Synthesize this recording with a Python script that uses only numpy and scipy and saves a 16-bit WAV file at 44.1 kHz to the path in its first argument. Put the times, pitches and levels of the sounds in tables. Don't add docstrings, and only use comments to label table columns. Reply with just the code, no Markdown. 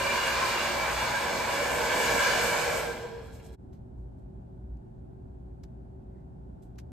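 import sys
import numpy as np
from scipy import signal
from scipy.fft import rfft, irfft, next_fast_len
from scipy.io import wavfile

SR = 44100
rng = np.random.default_rng(int(sys.argv[2]) if len(sys.argv) > 2 else 0)


def file_out(sig):
    cols = np.atleast_2d(sig).T
    lim = np.clip(cols, -1, 1)
    pcm = np.round(lim * 32767).astype(np.int16)
    wavfile.write(sys.argv[1], SR, pcm)


N = 305157
TIME = np.arange(N) / SR
SIZE = next_fast_len(N, real=True)
HZ = np.maximum(np.arange(SIZE // 2 + 1) * SR / SIZE, 1)
PORTS = np.array([[1], [-1]])
OFF_S, BREAK_S = 2.771, 3.556


def from_db(db):
    return 10 ** (np.asarray(db) / 20)


def rms_one(x):
    return x / np.sqrt(np.mean(x ** 2) + 1e-20)


def in_time(rows):
    return np.interp(TIME, *np.transpose(rows))


def over_hz(rows):
    hz, *columns = np.transpose(rows)
    return [np.interp(np.log(HZ), np.log(np.maximum(hz, 1)), c) for c in columns]


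def drift(rate):
    pole = np.exp(-80 * np.pi * rate / SR)
    white = rng.standard_normal(N // 40 + 2002)
    slow = signal.lfilter([1], [1, -2 * pole, pole * pole], white)[2000:]
    return np.interp(np.arange(N) / 40, np.arange(len(slow)), rms_one(slow))


def peak(hz, width_hz):
    return 1 / (1 + (2 * (HZ - hz) / width_hz) ** 2)


# (frequency [Hz], correlation of near sounds, of the room's background)
CORRELATION = [(60, 0.8, 0.8), (170.3, 1, 0.96), (260, 0.45, 0.5), (376.3, 0.5, -0.22), (600, 0.55, -0.44),
               (1110, 0.72, -0.48), (1625, 0.55, -0.43), (2170, 0.68, 0), (4000, 0.51, 0.033),
               (5200, 0.13, 0.025), (6600, 0.55, 0.19), (8100, 0.91, 0.3), (15100, 1, 0.65)]
# (frequency [Hz], left minus right [dB])
BALANCE = [(200, 0.5), (430, -3.5), (850, 1.5), (1150, -2.5), (1600, 0), (4000, -1), (6300, -2.5),
           (7800, 0)]
# (frequency [Hz], lead of the left [rad])
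PHASE_LEAD = [(20, 0), (4600, 0), (5700, -1.7), (8100, 0), (15400, 9.4)]
def stereo_noise(diffuse=False):
    mid, side = rng.standard_normal((2, 2 * len(HZ))).view(complex)
    alike = np.clip(over_hz(CORRELATION)[int(diffuse)], -1, 1)
    mid, side = np.sqrt(1 + alike) * mid, np.sqrt(1 - alike) * side
    left = from_db(.5 * over_hz(BALANCE)[0]) * np.exp(.5j * over_hz(PHASE_LEAD)[0])
    return np.array([(mid + side) * left, (mid - side) / left])


def coloured(gain, diffuse=False):
    return rms_one(irfft(stereo_noise(diffuse) * gain)[:, :N])


def fan_speed(half_speed_s=.81):
    return 1 / (1 + np.maximum(TIME - OFF_S, 0) / half_speed_s)


# (time [s], level [dB])
STREAM = [(0.05, -39), (0.68, -39.5), (0.74, -41.5), (1.13, -40.5), (1.4, -43), (1.66, -42.5), (1.8, -43),
          (2.02, -38.5), (2.2, -37.5), (2.45, -38.5), (2.7, -43)]
def flow_levels(rows, free):
    stream_db = in_time(STREAM)
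    swing_db = stream_db - stream_db[TIME < OFF_S].mean()
    halvings = -np.log2(fan_speed())
    return [hair_db + free * (free_db - hair_db) + share * swing_db - loss_db * halvings
            for hair_db, free_db, share, loss_db in rows]


# (lower edge [Hz], upper edge [Hz])
JET_BANDS = [(300, 780), (780, 1250), (1250, 3200), (3200, 6500), (6500, 9500)]
# (level on the hair [dB], level free [dB], share of stream swing, loss at half speed [dB])
JET_LEVELS = [(-40.5, -36.5, 0.16, 28), (-32.5, -34, .25, 36), (-37, -32.5, 1, 37.5),
              (-41.5, -41, 0.99, 38.5), (-46.5, -43.5, .85, 44)]
# (frequency [Hz], relative level on the hair [dB], free [dB])
TURBULENCE = [(60.55, -26, -19), (129.3, -12.5, -8.5), (298, -11, -3.5), (412, -9.5, -8), (785, -15, -4),
              (1200.0, -11, -12), (1840, -2, -18.5), (2990, -9.5, -14), (4350, -8, -13.5),
              (5800, -12.5, -14.5), (7650, -16.5, -14), (9400, -17, -15.5), (10900, -27, -24.5),
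              (13200, -21.5, -18.5), (14100, -28, -26)]
# (frequency [Hz], bandwidth [Hz], gain on the hair [dB], gain free [dB])
DUCT_MODES = [(357, 30, 9.5, 3.5), (469.6, 100, 4, 6.5), (551.5, 39, 10.5, 5), (649, 56, 9.5, 5),
              (835, 170, 5.5, 5), (965, 86, 6, 7.5), (1053, 82, 4, 6), (1256, 91, -5, 0),
              (1384, 120, 0, 8.5), (1525, 120, 3.5, 6), (1596, 140, 8.5, 8.5), (1730, 170, 4, 12),
              (1900, 130, -1.5, -1), (2035, 80, 1.5, 7.5), (2269, 260, 5.5, 11.5), (2430, 99, 6, 1.5),
              (2570, 120, 4.5, -0.5), (2857, 170, 10, 6), (3450, 130, 5, 1), (4688, 300, 3, 1.5),
              (4950, 160, -3, -2), (5700, 250, 0.5, 1)]
def jet(levels_db, free, flutter_db=1.16):
    lowpasses = [1 / (1 + (HZ / edge) ** 12) for _, edge in JET_BANDS[:-1]]
    bandpasses = np.diff([0 * HZ, *lowpasses, 1 + 0 * HZ], axis=0)
    gains = [from_db(db + flutter_db * drift(8.1)) for db in levels_db]
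    out = 0
    for pose, (slope_db, weight) in enumerate(zip(over_hz(TURBULENCE), (1 - free, free))):
        duct_db = sum(lifts[pose] * peak(hz, width) for hz, width, *lifts in DUCT_MODES)
        air = stereo_noise() * from_db(slope_db + duct_db)
        for (low, high), bandpass, gain in zip(JET_BANDS, bandpasses, gains):
            in_band = air.mean(axis=0)[(HZ > low) & (HZ < high)]
            band_rms = np.sqrt(2 * np.sum(np.abs(in_band) ** 2)) / SIZE
            out = out + np.sqrt(weight) * gain * irfft(air * bandpass)[:, :N] / band_rms
    return out


def wall_echoes(x, wall_db, decay_s, places):
    t, spectrum, out = TIME[:SR // 6], rfft(x, SIZE), x
    passing_s = np.linspace(0, OFF_S, places)
    for place in np.eye(places):
        shared, own = rng.standard_normal(len(t)), rng.standard_normal((2, len(t)))
        echoes = (shared + .4 * own) * np.exp(-t / decay_s) * (t > .014)
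        response = rms_one(echoes) / np.sqrt(len(t))
        nearness = np.sqrt(np.interp(TIME, passing_s, place))
        out = out + from_db(wall_db) * nearness * irfft(spectrum * rfft(response, SIZE))[:, :N]
    return out / np.hypot(1, from_db(wall_db))


def head_echo(x, echo_db, lag_s, sway):
    waving = np.interp(TIME, [1.9, 2.3], [1, .3])
    lag = lag_s * (1 + sway * waving * drift(.99))
    echo = np.array([np.interp(TIME - lag, TIME, port) for port in x])
    return (x + from_db(echo_db) * echo) / np.hypot(1, from_db(echo_db))


def shaken_tone(phase, width_hz, hold):
    a, b = drift(width_hz), drift(width_hz)
    tone = a * np.cos(phase) + b * np.sin(phase)
    return rms_one(tone / (a * a + b * b + .1) ** (hold / 2))


# (frequency on the hair [Hz], frequency free [Hz], bandwidth [Hz],
# share of pitch lost at standstill, amplitude hold [0-1])
BARREL_MODES = [(357, 365, 22, 0, .3), (490, 476, 13, .11, .65), (555, 570, 22, 0, .4),
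                (655, 620, 20, 0, .4), (1040, 975, 26, 0, .3), (1500, 1535, 28, 0, .3),
                (1605, 1615, 45, -.04, .25), (2355, 2280, 30, 0, .3), (2825, 2825, 52, 0, .3)]
# (level on the hair [dB], level free [dB], share of stream swing, loss at half speed [dB])
BARREL_LEVELS = [(-58.5, -58, .1, 9.5), (-54.5, -41, .1, 20.5), (-46, -43.5, .1, 30), (-52, -45, .1, 34),
                 (-46, -48, .1, 23), (-51, -45, 0.73, 40), (-52, -41.5, .8, 33), (-44.5, -42.5, .6, 42),
                 (-53.5, -65.5, .7, 35)]
# (time [s], half length [s], frequency [Hz], gain [dB])
FLARES = [(.02, .034, 1040, 12), (.15, .35, 2830, 9), (.12, .05, 555, 5), (.13, .05, 2350, 3),
          (.26, .06, 2350, -9), (.43, .04, 1040, 13), (.42, .06, 1610, 6), (.62, .07, 2350, 4),
          (.6, .12, 2830, 12), (.74, .07, 1610, 11), (.76, .05, 555, 5), (.85, .06, 655, 7),
          (.85, .09, 2350, 9), (.9, .06, 1500, 5), (1.16, .055, 1610, 19), (1.3, .1, 481, 6),
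          (1.4, .12, 1040, 8), (1.4, .12, 2350, 4), (1.59, .07, 555, 8), (1.64, .03, 481, 5),
          (1.62, .07, 2350, 6), (1.68, .2, 1610, -5), (1.81, .07, 2350, -12), (1.88, .048, 481, 6),
          (2.0, .025, 481, -8), (2.24, .07, 1610, 7), (2.27, .03, 1040, 13), (2.42, .04, 481, 6),
          (2.5, .1, 2350, 3), (2.62, .06, 1500, 7), (2.7, .09, 481, 6), (2.88, .09, 555, 6),
          (2.88, .08, 481, 6), (3.0, .25, 357, 11), (3.048, .028, 481, 15), (3.06, .018, 1040, 15),
          (3.1, .13, 1610, 6), (3.17, .08, 481, 13)]
def barrel(free, waver_share=.008, waver_db=1.97, wavers_per_s=2.5):
    slowed, levels_db = 1 - fan_speed(), flow_levels(BARREL_LEVELS, free)
    for s, half_s, hz, lift_db in FLARES:
        caught = np.argmin([abs(mode[0] - hz) for mode in BARREL_MODES])
        levels_db[caught] += lift_db * np.exp(-((TIME - s) / half_s) ** 2)
    out = 0
    for (hair_hz, free_hz, width_hz, sag, hold), db in zip(BARREL_MODES, levels_db):
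        centre_hz = hair_hz + np.sqrt(free) * (free_hz - hair_hz)
        pitch_hz = centre_hz * (1 - sag * slowed + waver_share * drift(wavers_per_s))
        phase = 2 * np.pi * np.cumsum(pitch_hz) / SR
        mid, side = [shaken_tone(phase, width_hz, hold) for _ in range(2)]
        pan = from_db(.5 * PORTS * np.interp(free_hz, *np.transpose(BALANCE)))
        gain = from_db(db + waver_db * drift(wavers_per_s))
        out = out + pan * gain * (mid + .52 * side * PORTS)
    return out


# (time [s], rotation rate [Hz])
ROTATION = [(0, 233), (.25, 231), (.7, 229), (.95, 225.4), (1.2, 224.2), (1.7, 224.4), (2.15, 226.4)]
# (multiple of the rotation rate, level relative to the hiss band [dB])
MOTOR_TONES = [(1, -9), (2.5, -8), (6, -8), (7.5, -8), (9, -5.5), (10, -5.5), (13, -16), (15, -17),
               (16, -18), (20, -17), (21, -16), (24, -17), (30, -7.7)]
def motor_whine(hiss_db):
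    rate_hz = in_time(ROTATION) * fan_speed() * (1 + .0005 * drift(8))
    mains_shake = .046 * np.sin(2 * np.pi * 60 * TIME)
    angle = 2 * np.pi * np.cumsum(rate_hz) / SR + mains_shake
    out = 0
    for multiple, db in MOTOR_TONES:
        gain = from_db(db + 2.2 * drift(9))
        out = out + gain * np.sin(multiple * angle + .5 * drift(2) * PORTS)
    switch_off_db = np.interp(TIME - OFF_S, [0, .1], [0, -10])
    return out * from_db(hiss_db + switch_off_db)


# (frequency [Hz], bandwidth [Hz], relative level [dB])
HOUSING_MODES = [(2410, 130, 1), (3320, 160, 1.5), (3940, 120, 1.5), (4290, 90, -0.5), (5260, 130, 0.5)]
def motor_whirr(level_db=-52, half_speed_loss_db=20.5, throb=.6):
    angle = 2 * np.pi * np.cumsum(in_time(ROTATION) * fan_speed()) / SR
    scrape = 1 + throb * np.cos(angle)
    housing = sum(from_db(db) * peak(hz, width_hz) for hz, width_hz, db in HOUSING_MODES)
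    return from_db(level_db + half_speed_loss_db * np.log2(fan_speed())) * scrape * coloured(housing)


# (time [s], position [0 on the hair, 1 blowing freely])
NOZZLE_PATH = [(0, 0.033), (.7, .15), (1.1, 0.13), (1.47, 0.48), (1.6, .9), (2.3, 0.98)]
def dryer():
    free = in_time(NOZZLE_PATH)
    levels_db = flow_levels(JET_LEVELS, free)
    air = jet(levels_db, free)
    air = wall_echoes(air, wall_db=-3.5, decay_s=.04, places=5)
    air = head_echo(air, echo_db=-14.5, lag_s=.001599, sway=.13)
    handling = rustles() + shell_knock()
    running = np.clip((BREAK_S - TIME) / .019 + .5, 0, 1)
    return running * (air + barrel(free) + motor_whine(hiss_db=levels_db[-2]) + motor_whirr() + handling)


# (frequency [Hz], relative level [dB])
RUMBLE_SPECTRUM = [(12, -61.5), (20, -34.5), (37, -18), (59, 2.5), (86, -11), (122, -13), (192, -14.5),
                   (227, -16.5), (340, -24), (376, -19), (409, -26), (468, -31), (774, -31), (1100, -44),
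                   (1430, -81.5), (2420, -120)]
HISS_SPECTRUM = [(800, 0), (1100, -0.5), (1500, 3.5), (2000, -9.5), (3000, -14), (6000, -21), (8500, -19.5),
                 (13000, -27), (16000, -27.5)]
# (frequency [Hz], level [dB])
HUM_TONES = [(28, -66), (59.5, -55), (119.8, -54.5), (262, -69), (376.8, -63.8), (383, -70), (554.5, -78),
             (651.4, -80), (753.7, -78.5), (872.1, -80)]
def room(rumble_db=-46.5, hiss_db=-75.5):
    shape_db = 3 * peak(hz=700, width_hz=1000) - 10 * peak(hz=58.2, width_hz=15)
    rumble = coloured(from_db(over_hz(RUMBLE_SPECTRUM)[0] + shape_db) * (HZ < 1300), diffuse=True)
    hiss = coloured(from_db(over_hz(HISS_SPECTRUM)[0]) * (HZ > 900), diffuse=True)
    hum = 0
    for hz, db in HUM_TONES:
        amplitude = np.sqrt(2) * from_db(db + drift(2.6))
        hum = hum + amplitude * np.sin(2 * np.pi * hz * TIME + .13 * drift(1.3))
    return from_db(rumble_db) * rumble + from_db(hiss_db) * hiss + hum


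# (time [s], gain [dB])
SURGES = [(.92, 10), (2.12, 8.8), (4.03, 12), (4.73, 15.4), (5.5, 13), (6.27, 6)]
def drone(hz=56.7, base_db=-53.5, surge_s=.064):
    surge_db = sum(lift_db * np.exp(-((TIME - s) / surge_s) ** 2) for s, lift_db in SURGES)
    level_db = base_db + .5 * drift(5.6) + surge_db
    return np.sqrt(2) * from_db(level_db) * np.sin(2 * np.pi * hz * TIME + .62 * drift(2.5))


def touches(rows, spectrum, tail_db, tail_t60):
    power = np.zeros(N)
    for s, db, swell_s, t60 in rows:
        near = np.abs(TIME - s) < .5
        before, after = np.maximum(s - TIME[near], 0), np.maximum(TIME[near] - s, 0)
        decay = from_db(-60 * after / t60) ** 2 + from_db(tail_db - 60 * after / tail_t60) ** 2
        power[near] += from_db(db) ** 2 * np.exp(-(before / swell_s) ** 2) * decay
    grain = from_db(1.5 * drift(300))
    return np.sqrt(power) * grain * coloured(from_db(over_hz(spectrum)[0]))


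# (time [s], level [dB], rise [s], T60 [s])
RUSTLES = [(3.27, -66, .03, 0.22), (3.35, -59, 0.02, 0.3), (3.465, -60.5, 0.026, 0.19),
           (3.54, -65, 0.014, 0.13)]
# (frequency [Hz], relative level [dB])
FRICTION_SPECTRUM = [(500, -24), (2000, -10), (5000, -5), (8500, -2), (13500, -9), (16000, -13)]
def rustles():
    return touches(RUSTLES, FRICTION_SPECTRUM, tail_db=-17, tail_t60=.3)


# (time [s], level [dB], rise [s], T60 [s])
KNOCKS = [(3.403, -58, .005, 0.069)]
# (frequency [Hz], relative level [dB])
KNOCK_SPECTRUM = [(400, -12), (1000, -5), (1400, -9), (2400, 1), (3300, -13), (8000, -28)]
def shell_knock():
    return touches(KNOCKS, KNOCK_SPECTRUM, tail_db=-20, tail_t60=.2)


# (time [s], level [dB], rise [s], T60 [s])
CLICKS = [(3.734, -69.5, .005, 0.19), (4.772, -78, .002, .03), (5.6385, -56.5, 0.0028, .032),
          (5.65, -70, .002, .04), (6.759, -75, .002, 0.038), (6.789, -54, 0.004, 0.055),
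          (6.798, -60, .0015, 0.05)]
# (frequency [Hz], relative level [dB])
CLICK_SPECTRUM = [(250, -7), (600, 3), (1050, 0), (1700, 1.5), (2600, 0), (4000, -1), (6300, -0.5),
                  (8000, -9.5), (12000, -7), (16000, -22)]
def clicks():
    return touches(CLICKS, CLICK_SPECTRUM, tail_db=-23.5, tail_t60=.18)


# (time [s], level [dB], rise [s], T60 [s])
STROKES = [(3.99, -86, .02, .5), (4.195, -84, 0.016, .15), (6.627, -69.5, 0.004, 0.19)]
def hand_strokes():
    return touches(STROKES, FRICTION_SPECTRUM, tail_db=-16, tail_t60=.4)


# (time [s], level [dB], rise [s], T60 [s])
SWISHES = [(6.19, -81, 0.046, .25)]
# (frequency [Hz], relative level [dB])
SWISH_SPECTRUM = [(1000, -25), (1700, -4), (2050, 2), (2500, -20), (9000, -24), (16000, -32)]
def sleeve_swish():
    return touches(SWISHES, SWISH_SPECTRUM, tail_db=-15, tail_t60=.3)


def scene():
    hands = clicks() + hand_strokes() + sleeve_swish()
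    dip_db = np.interp(TIME, [3.548, 3.57, 3.585, 3.6], [0, -17, -6, 0])
    return (dryer() + hands + room() + drone()) * from_db(dip_db)


def record(dry):
    return signal.sosfilt(signal.ellip(10, .3, 80, 15000, fs=SR, output="sos"), dry)


dry = scene()
out = record(dry)
file_out(out)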